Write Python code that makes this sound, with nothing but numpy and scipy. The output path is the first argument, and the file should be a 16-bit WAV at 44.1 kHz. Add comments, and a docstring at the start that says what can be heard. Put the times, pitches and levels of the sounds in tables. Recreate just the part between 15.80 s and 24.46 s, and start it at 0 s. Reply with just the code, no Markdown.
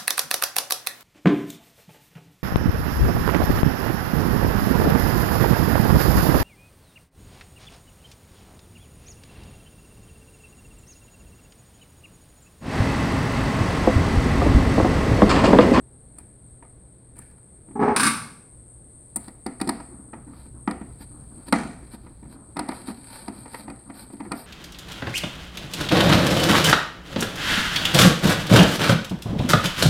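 """In an open workshop, on the deck of an aluminium boat, a screwdriver works a screw into a round plate.
Insects shrill outside over a low rumble. Small parts rustle and clink, then something metal judders
over the hull and clatters down. The blade knocks and clicks in the screw head, each knock ringing the
plate and booming in the deck, while the handle rubs in the hand. The hardest knock rattles the boat."""
import sys
import numpy as np
from scipy import signal
from scipy.fft import rfft, irfft, next_fast_len
from scipy.io import wavfile

SR = 44100
rng = np.random.default_rng(int(sys.argv[2]) if len(sys.argv) > 2 else 0)


def wav_out(sig):
    """Save sig, one row per channel (or a flat mono array), as 16-bit PCM at SR to the path in sys.argv[1]."""
    wavfile.write(sys.argv[1], SR, np.round(np.clip(np.atleast_2d(sig).T, -1, 1) * 32767).astype(np.int16))


N = 381906
TIME = np.arange(N) / SR
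RING_SIZE = 2 ** 15  # samples given to one blow to die away
RING_TIME = np.arange(RING_SIZE) / SR


def amp(db):
    """Turns decibels into a gain."""
    return 10 ** (np.asarray(db) / 20)


def evened(x):
    """Scales a sound to an average (rms) level of 1."""
    return x / np.sqrt(np.mean(x ** 2) + 1e-20)


def unit_attack(x, size=512):
    """Scales a blow so that its first moments have an average level of 1."""
    return x / np.sqrt(np.mean(x[:size] ** 2) + 1e-20)


def level_at(colour, hz):
    """Reads a colour, a list of (Hz, dB) points, at any pitch."""
    pitches, levels = np.transpose(colour)
    return np.interp(np.log(hz + 1), np.log(pitches + 1), levels)


def add(mix, start_s, sound):
    """Lays a sound into the mix."""
    part = mix[round(start_s * SR):][:len(sound)]
    part += sound[:len(part)]


def coloured(x, colour):
    """Makes each pitch in a sound as strong as the colour says."""
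    gain = amp(level_at(colour, np.fft.rfftfreq(len(x), 1 / SR)))
    return evened(irfft(rfft(x) * gain, len(x)))


def noise(colour, size):
    """Smooth noise of a given colour."""
    return coloured(rng.standard_normal(next_fast_len(size, True)), colour)[:size]


def band(x, low_hz, high_hz):
    """Keeps what lies between two pitches."""
    return signal.sosfilt(signal.butter(4, [low_hz, high_hz], "band", fs=SR, output="sos"), x)


def drift(slow_hz, fast_hz):
    """A slow random wander, made of 20 sine waves."""
    rates = np.geomspace(slow_hz, fast_hz, 20)
    return evened(sum(np.sin(2 * np.pi * (hz * TIME + rng.random())) for hz in rates))


def dying(t60):
    """A fade that falls 60 dB in t60 seconds, the fade time."""
    return np.exp(-np.log(1000) * RING_TIME / t60)


def tail(sound, t60, rise_s):
    """Lets a sound build up and die away."""
    return sound * dying(t60) * (1 - np.exp(-RING_TIME / rise_s))


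def ring(tones, scatter_db, detune, contact_s):
    """Struck metal rings; each blow lands elsewhere and mixes its tones anew. Long contact is softer."""
    sound = np.zeros(RING_SIZE)
    for hz, db, t60 in tones:
        louder, sharper, direction = rng.standard_normal(3)
        wave = np.sin(2 * np.pi * hz * (1 + detune * sharper) * RING_TIME)
        sound += np.sign(direction) * amp(db + scatter_db * louder) * dying(t60) * wave
    return unit_attack(sound * (1 - np.exp(-RING_TIME / contact_s)))


# The colours of the rumble and the air, and the hum's tones. Each row: pitch in Hz, level in dB.
RUMBLE_COLOUR = [(12, -43), (25, -5.5), (33, -16.5), (58, -1), (82, -8), (100, -11), (125, -6.5),
                 (260, -27), (500, -33.5), (1000, -59.5)]
AIR_COLOUR = [(60, -10), (180, 0), (300, -3), (500, -8), (1000, -20), (2200, -29), (2900, -37), (4300, -31),
              (7000, -54), (16000, -75)]
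HUM_TONES = [(59, -68), (118, -57.5)]


def workshop(swell_db=7, peak_s=5.3, width_s=1):
    """A low rumble wavers and swells once, over steady air and a faint mains hum."""
    swell = swell_db * np.exp(-((TIME - peak_s) / width_s) ** 2 / 2)
    rumble = amp(-52.5 + swell + drift(slow_hz=2, fast_hz=6.8)) * noise(RUMBLE_COLOUR, N)
    hum = sum(amp(db) * evened(np.sin(2 * np.pi * (hz * TIME + rng.random()))) for hz, db in HUM_TONES)
    return rumble + amp(-56.5) * noise(AIR_COLOUR, N) + hum


# The colour of the insects' shrill. Each row: pitch in Hz, level in dB.
INSECT_COLOUR = [(6000, -52), (7000, -41), (7300, -34), (7600, -24.5), (7950, -11.5), (8350, -6), (8580, 0),
                 (8780, -5), (9350, -16), (10000, -20.5), (10700, -32), (12200, -41), (14000, -64)]
# How their chorus swells and ebbs. Each row: time in seconds, change of level in dB.
CHORUS_SWELLS = [(0, -2), (.8, -1), (1.2, -4.5), (1.9, -.5), (2.8, 1), (3.25, 2.5), (3.55, -1), (3.8, 2.5),
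                 (4.3, 3), (4.52, -3), (4.85, 3), (5.1, -1), (5.35, 3), (5.9, 0), (6.3, -5.5), (6.7, 0),
                 (7.4, 3), (8, 1), (8.66, 0)]


def insects(likeness=.98, right_db=-3):
    """Many small wings shrill together, their pulses overlapping into a quick flutter."""
    swell_db = np.interp(TIME, *np.transpose(CHORUS_SWELLS))
    level = amp(-52 + swell_db + .8 * drift(slow_hz=2, fast_hz=7))
    flutter_db = .3 * evened(band(rng.standard_normal(N), 30.2, 150))
    left = noise(INSECT_COLOUR, N)
    right = likeness * left + np.sqrt(1 - likeness ** 2) * noise(INSECT_COLOUR, N)
    return level * evened(amp(flutter_db)) * np.array([left, right * amp(right_db)])


# Echoes off the hull's near walls. Each row: delay in seconds, level in dB.
WALL_ECHOES = [(.00127, -9), (.00219, -9), (.0034, -7), (.00533, -10), (.00781, -11)]


def grit(colour, size, catches_per_s=450, spread_db=4.5):
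    """Tiny catches of uneven size over a smooth hiss, thrown back by the near walls."""
    span = next_fast_len(size, True)
    catches = amp(spread_db * np.minimum(rng.exponential(1, span), 4)) * rng.choice([-1, 1], span)
    hiss = rng.standard_normal(span)
    caught = rng.random(span) < catches_per_s / SR
    direct = hiss + evened(catches * caught)
    echoes = sum(amp(db) * np.roll(direct, round(s * SR)) for s, db in WALL_ECHOES)
    return coloured(direct + echoes, colour)[:size]


# The colour of small parts rustling. Each row: pitch in Hz, level in dB.
RUSTLE_COLOUR = [(400, -14), (1000, -9.5), (1700, 6), (2500, -1.5), (3300, -14.5), (4500, -8), (6500, -21),
                 (8800, 13), (11000, -6.5), (16000, -21)]
# Parts are picked up or set down. Each row: start in seconds, level in dB, fade time in seconds.
RUSTLES = [(0.358, -51, 0.43), (1.352, -47, 0.64), (1.745, -61.5, 0.38)]


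def rustles():
    """A handful of small parts shifts and settles."""
    out = np.zeros(N)
    for s, db, t60 in RUSTLES:
        add(out, s, amp(db) * tail(grit(RUSTLE_COLOUR, RING_SIZE), t60, rise_s=.033))
    return out


# The four noisy parts of a blow: the plate's clack, the deck's thud, the shaft's tick, the tip's snap.
# Each row: lowest and highest pitch in Hz, level in dB, fade time in seconds, level of its tail in dB.
BLOW_PARTS = [(480, 2500, -6, .04, -9), (165, 400, -4, .05, -3), (3300, 5500, -7, .024, -19),
              (7500, 12000, -4, .024, -18)]
CLACK, THUD, TICK, SNAP = BLOW_PARTS


def crack(part, colour, contact_s=.00016):
    """One part of a blow: a short burst, its echo off the hull's side and a longer tail."""
    low_hz, high_hz, db, t60, tail_db = part
    hiss = noise(colour, RING_SIZE)
    fade = dying(t60)
    add(fade, .0034, amp(-4) * dying(t60 / 2))  # the echo
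    onset = (1 - np.exp(-RING_TIME / contact_s)) ** 2
    burst = unit_attack(band(hiss * fade * onset, low_hz, high_hz))
    hull_tail = tail(evened(band(hiss, low_hz, high_hz)), t60=.55, rise_s=.0083)
    return amp(db) * (burst + amp(tail_db) * hull_tail)


# The tones of the round plate. Each row: pitch in Hz, level in dB, fade time in seconds.
PLATE_TONES = [(505, -1, .2), (682, 0, .3), (772, 2.5, .22), (850, 3, .09), (900, 6, .1), (958, 8, .08),
               (1180, 2, .08), (1262, 8, .07), (1400, 0, .14), (1710, -9, .2), (1885, 1, .11),
               (2040, -2, .15), (2210, -6, .15), (2430, -3, .11)]


def plate(ring_hz, favour_db=7, width_octaves=.2):
    """The plate rings hollowly; the place of the blow favours the tones near one pitch."""
    tones = [(hz, db + favour_db * np.exp(-(np.log2(hz / ring_hz) / width_octaves) ** 2), t60)
             for hz, db, t60 in PLATE_TONES]
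    return ring(tones, scatter_db=2.5, detune=.007, contact_s=.0006)


# The tones of the deck, lowest first. Each row: pitch in Hz, level in dB, fade time in seconds.
DECK_TONES = [(200, -14.5, 0.014), (206.7, 4, 0.12), (236.1, -7, 0.42), (274, 2, 0.19), (320.2, 3, 0.093),
              (426, -27, 0.043)]


def deck_thud(db):
    """A heavier blow moves more of the deck and so favours its lowest tones."""
    db_per_octave = -.057 * max(db + 27, -4)
    lowest_hz = DECK_TONES[0][0]
    tones = [(hz, level + db_per_octave * np.log2(hz / lowest_hz), t60) for hz, level, t60 in DECK_TONES]
    boom = crack(THUD, [(150, .0068), (300, db_per_octave), (600, 2 * db_per_octave)])
    ringing = ring(tones, scatter_db=-.5, detune=.028, contact_s=.002)
    return amp(db) * (amp(-11.5) * boom + amp(-4.5) * ringing)


# The colours of the plate's clack and of the steel's clicks. Each row: pitch in Hz, level in dB.
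CLACK_COLOUR = [(400, -4.5), (500, 1.5), (570, -8.5), (680, 1.5), (950, -4.5), (1060, -8), (1260, -3.5),
                (1580, -15), (1880, -8), (2400, -14.5), (2750, -16.5), (4500, -12), (8000, -27.5)]
CLICK_COLOUR = [(2300, -15), (3100, -15), (4500, 3), (6500, -18.5), (8900, 9.5), (11500, -17.5),
                (16000, 18)]


def strike(clack_db, thud_db, tick_db, snap_db, ring_hz=950, softest_s=.003):
    """One contact: tip and shaft click, the plate clacks and rings, and the deck booms."""
    contact_s = min(.0005 * amp(-22 - max(clack_db, snap_db)), softest_s)  # gentle touches start softly
    clack = amp(-1) * crack(CLACK, CLACK_COLOUR, contact_s) + amp(-6.5) * plate(ring_hz)
    tick = crack(TICK, CLICK_COLOUR, contact_s)
    snap = crack(SNAP, CLICK_COLOUR, contact_s)
    return amp(clack_db) * clack + deck_thud(thud_db) + amp(tick_db) * tick + amp(snap_db) * snap


# Clinks of loose screws. 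Each row: start in seconds, then levels of snap, clack and tick in dB.
CLINKS = [(0.383, -38.5, -48.5, -55.5), (1.365, -51, -57, -72), (1.387, -37.5, -50.5, -64),
          (1.511, -61.5, -64, -70), (1.579, -58.5, -59.5, -73), (3.359, -20, -36.5, -48),
          (3.366, -27.5, -42, -46.5)]


def clinks():
    """Small screws touch metal: crisp, but too light to move the deck much."""
    out = np.zeros(N)
    for s, snap_db, clack_db, tick_db in CLINKS:
        add(out, s, strike(clack_db, clack_db + 1, tick_db, snap_db, softest_s=.0012))
    return out


# Knocks of the blade. Each row: start in seconds, strength in dB, weight of the hand behind it in dB,
# hardness of steel on steel in dB, pitch the plate favours in Hz.
KNOCKS = [(0.823, -46.5, 5.5, -40, 895), (0.846, -53, 2, -30, 1050), (3.479, -42.5, 14, -4, 960),
          (3.662, -29.5, 9.5, -5.5, 507), (3.799, -35.5, -2, -9, 1900), (3.812, -27.5, 10.5, 0, 775),
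          (3.872, -35, 16.5, 0, 700), (3.89, -22.5, 2.5, -1, 940), (3.998, -37.5, 4.5, -18, 950),
          (4.331, -35.5, 5.5, -34, 900), (4.53, -51.5, 3, -24, 1200), (4.875, -22, 4, -26.5, 1240),
          (4.908, -31, 4, -8.5, 1270), (5.725, -11, -4, -12.5, 1270), (6.264, -47.5, 14, -25, 950),
          (6.453, -54, 28, -32, 940), (6.767, -26.5, 1.5, -13.5, 860), (6.791, -23.5, 0, -6.5, 950),
          (6.886, -26.5, 5, -10, 950), (6.916, -31.5, -14, -19, 950), (7.082, -38, 18, -18, 1800),
          (7.098, -39, 14, -24, 780), (7.479, -33, 10, -7.5, 960), (7.655, -40.5, 7, -22, 950),
          (7.676, -45, -1, -14, 950), (7.743, -32, -4, -12, 1950), (7.878, -36.5, 8, -22, 850),
          (7.898, -37, 10.5, -12, 750), (8.098, -39.5, 10, -27, 690), (8.301, -47.5, 16, -27, 900),
          (8.402, -35, 11.5, -24, 940), (8.449, -42.5, 4, -26, 950), (8.517, -25, 1, -7.5, 1280)]


def knocks(usual_db=-22.5, shudder_above_db=-16, spins_from_s=6.7):
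    """The blade hits the screw; weight adds to the deck's thud, hardness to the steel's clicks."""
    out = np.zeros(N)
    for s, db, weight_db, hardness_db, ring_hz in KNOCKS:
        thud_db = usual_db + 1.39 * (db - usual_db) + weight_db  # grows faster than the knock
        tick_db = db - 1.5 + .75 * hardness_db
        add(out, s, strike(db, thud_db, tick_db, db + hardness_db, ring_hz))
        if db > shudder_above_db:
            add(out, s, amp(db) * shudder())
        if s > spins_from_s:  # spinning freely, the blade grazes the slot just before each knock
            graze_db = db - 14
            add(out, s - .007, strike(graze_db, graze_db, graze_db - 20, graze_db - 20))
    return out


# Dull bumps against the deck. Each row: start in seconds, level in dB.
BUMPS = [(1.883, -42), (1.908, -39.5), (4.475, -41), (4.655, -40), (5.011, -28), (5.205, -36.5),
         (5.679, -34.5), (6.025, -39.5), (6.136, -33.5), (6.428, -36), (8.333, -34), (8.463, -36)]


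def bumps():
    """Soft blows of hand and body boom in the deck and barely stir the plate."""
    out = np.zeros(N)
    for s, db in BUMPS:
        add(out, s, strike(clack_db=db - 14, thud_db=db, tick_db=db - 38, snap_db=db - 38))
    return out


# Slips of metal dragged over the hull. Each row: start in seconds, level in dB.
SLIPS = [(1.954, -26), (1.972, -28.5), (1.993, -18.5), (2.011, -18.5), (2.023, -14.5), (2.047, -19.5),
         (2.077, -15), (2.107, -20.5)]
# The tones each slip rings. Each row: pitch in Hz, level in dB, fade time in seconds.
HULL_TONES = [(182, -3, 0.092), (240.6, 5, 0.1), (236, -8.5, 0.13), (270, 5, 0.061), (380, -25.5, 0.32),
              (413.8, 3, 0.18), (838, 3, 0.12), (792, -2.5, 0.13), (900, 5.5, 0.026), (1135, -12.5, 0.12),
              (1287, -12.5, 0.22), (1666, -17.5, 0.17)]
# The colour of the scraping. Each row: pitch in Hz, level in dB.
SCRAPE_COLOUR = [(40, -35.5), (90, -12.5), (170, -14), (250, -11.5), (420, -8), (620, -13.5), (900, -8),
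                 (1400, -19.5), (2200, -24.5), (3100, -45), (4500, -46.5), (7000, -57), (14000, -77)]


def judder():
    """Metal sticks and slips on the hull; each slip rings it, and harder ones scrape more."""
    out = np.zeros(N)
    for s, db in SLIPS:
        hiss = noise(SCRAPE_COLOUR, RING_SIZE)
        scrape = amp(-8) * tail(hiss, t60=.093, rise_s=.0042)
        scrape += amp(-13) * tail(hiss, t60=.77, rise_s=.0086)
        hull = amp(-1.5) * ring(HULL_TONES, scatter_db=0, detune=.0052, contact_s=.0043)
        add(out, s, amp(db) * (hull + amp(db + 18) * scrape))
    return out


# Bounces of a falling tool. Each row: start in seconds, level in dB.
BOUNCES = [(2.163, -17.5), (2.197, -20.5), (2.205, -21), (2.232, -18.5), (2.243, -22.5), (2.253, -22),
           (2.266, -19.5), (2.272, -22.5)]
# The tool's own tones. Each row: pitch in Hz, level in dB, fade time in seconds.
TOOL_TONES = [(1156, 0, .5), (1414, -2, .5), (1460, -7, .42), (1514, -6, .42), (1584, -1, .4),
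              (2178, -5, .5), (2396, -7, .45), (2517, -10, .38), (2692, -14, .33), (3208, -17, .48),
              (3762, -13, .45), (4936, -15, .32), (8430, -12, .36), (9087, -5, .4), (9193, -5, .38)]
# The colour of its crash. Each row: pitch in Hz, level in dB.
CRASH_COLOUR = [(350, -26), (650, -30.5), (900, -7.5), (1180, 1.5), (1600, 0.5), (1850, -8), (2500, -4),
                (3080, -16), (3800, -9.5), (4900, -9), (7000, -20.5), (9000, -1), (11500, -20.5),
                (16000, -35.5)]


def clatter():
    """A steel tool bounces on sheet metal, shaking the deck and filling the workshop."""
    out = np.zeros(N)
    for s, db in BOUNCES:
        hiss = noise(CRASH_COLOUR, RING_SIZE)
        crash = amp(3) * hiss * dying(.056) + amp(-6.5) * tail(hiss, t60=.53, rise_s=.007)
        steel = amp(-11.5) * ring(TOOL_TONES, scatter_db=4, detune=.001, contact_s=.00087)
        deck = amp(-12) * ring(DECK_TONES, scatter_db=12.5, detune=.028, contact_s=.004)
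        low_noise = evened(band(rng.standard_normal(RING_SIZE), 104, 270))
        boom = amp(-15.5) * tail(low_noise, t60=.73, rise_s=.02)
        add(out, s, amp(db) * (crash + steel + deck + boom))
    return out


# Strokes of the hand on the handle.
# Each row: middle in seconds, length in seconds, level in dB, fizz compared with the rub in dB.
STROKES = [(3.455, 0.13, -58, -21), (4.604, 0.23, -57.5, -16), (5.221, 0.076, -50.5, -8),
           (5.683, 0.055, -47.5, -12), (6.136, 0.079, -49, -17), (6.528, 0.096, -56, -14),
           (6.965, 0.19, -50.5, -24), (7.09, 0.071, -43, -23), (7.367, 0.27, -45.5, -16),
           (7.595, 0.18, -56, -10), (7.768, 0.2, -48.5, -11), (8.2, 0.16, -49, -6.5),
           (8.335, 0.032, -59.5, -5), (8.596, 0.14, -48.5, -4)]
# The colours of rubbing skin and of a quick stroke's fizz. Each row: pitch in Hz, level in dB.
RUB_COLOUR = [(300, -15.5), (550, -8.5), (950, -7), (1300, -10.5), (2400, -15.5), (3100, -22), (4500, -9),
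              (5400, -25), (6400, -42), (8600, -8), (10500, -16), (12500, -24), (14500, -31), (16000, -50)]
FIZZ_COLOUR = [(3800, -40), (4800, -1), (5500, -8), (6500, -35), (10000, -15), (12500, 0), (14500, -5),
               (16000, -35)]


def handle_rubs(light_touch_db=-13, light_touch_s=.7):
    """Skin drags over the handle; each gritty stroke swells and fizzes inside a longer, lighter touch."""
    pressure, fizz = np.zeros(N), np.zeros(N)
    light_touch = np.hanning(round(light_touch_s * SR))
    for s, length_s, db, fizz_db in STROKES:
        stroke = amp(db) * np.hanning(round(length_s * SR))
        add(pressure, s - length_s / 2, stroke)
        add(fizz, s - length_s / 2, amp(fizz_db) * stroke)
        add(pressure, s - light_touch_s / 2, amp(db + light_touch_db) * light_touch)
    return pressure * grit(RUB_COLOUR, N) + fizz * grit(FIZZ_COLOUR, N)


def blade_rocking(start_s=3.8, nudges_per_s=20):
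    """While the blade sits in the screw it rocks a little, grinding and nudging the deck."""
    out = np.zeros(N)
    length_s = N / SR - start_s
    for when, strength in rng.random((round(nudges_per_s * length_s), 2)):
        burst = tail(rng.standard_normal(RING_SIZE), t60=.41, rise_s=.0044)
        grind = amp(-15) * unit_attack(band(burst, 396, 1380))
        deck = ring(DECK_TONES, scatter_db=5.5, detune=.06, contact_s=.0047)
        add(out, start_s + when * length_s, amp(-53.25 + 7 * strength) * (deck + grind))
    return out


# The colour of loose fittings rattling. Each row: pitch in Hz, level in dB.
RATTLE_COLOUR = [(300, -30), (900, -16), (1400, 5), (2300, 1), (3100, -11), (4300, -5.5), (5500, -14),
                 (7200, -13), (9200, -3.5), (11000, -27), (16000, -40)]


def shudder():
    """After a hard blow, loose fittings rattle and the hull drones on."""
    rattle = tail(grit(RATTLE_COLOUR, RING_SIZE), t60=.59, rise_s=.017)
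    low_noise = evened(band(rng.standard_normal(RING_SIZE), 152, 290))
    drone = tail(low_noise, t60=.6, rise_s=.019)
    return amp(-21.5) * rattle + amp(-13.5) * drone


# How the sound of the work leans to one side. Each row: pitch in Hz, left minus right in dB.
SIDEWAYS_LEAN = [(2000, 0), (4500, -1), (7000, -6.5), (8800, 4.5), (11000, 0.5), (15000, -1.7)]


def scene():
    """The work lies straight ahead, its treble leaning a little to either side, amid the background."""
    work = knocks() + clinks() + bumps() + judder() + clatter()
    work += handle_rubs() + rustles() + blade_rocking()
    left_over_right = amp(level_at(SIDEWAYS_LEAN, np.fft.rfftfreq(N, 1 / SR)))
    side = irfft(rfft(work) * (left_over_right - 1) / (left_over_right + 1), N)
    return np.array([work + side, work - side]) + insects() + workshop()


def record(dry):
    """Rounds off the loudest peaks and cuts the treble above 16200 Hz."""
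    rounded = .8 * np.tanh(dry / .8)
    low_pass = signal.firwin(511, 16200, window=("kaiser", 9), fs=SR)
    return signal.oaconvolve(rounded, low_pass[None], "same")


dry = scene()
out = record(dry)
wav_out(out)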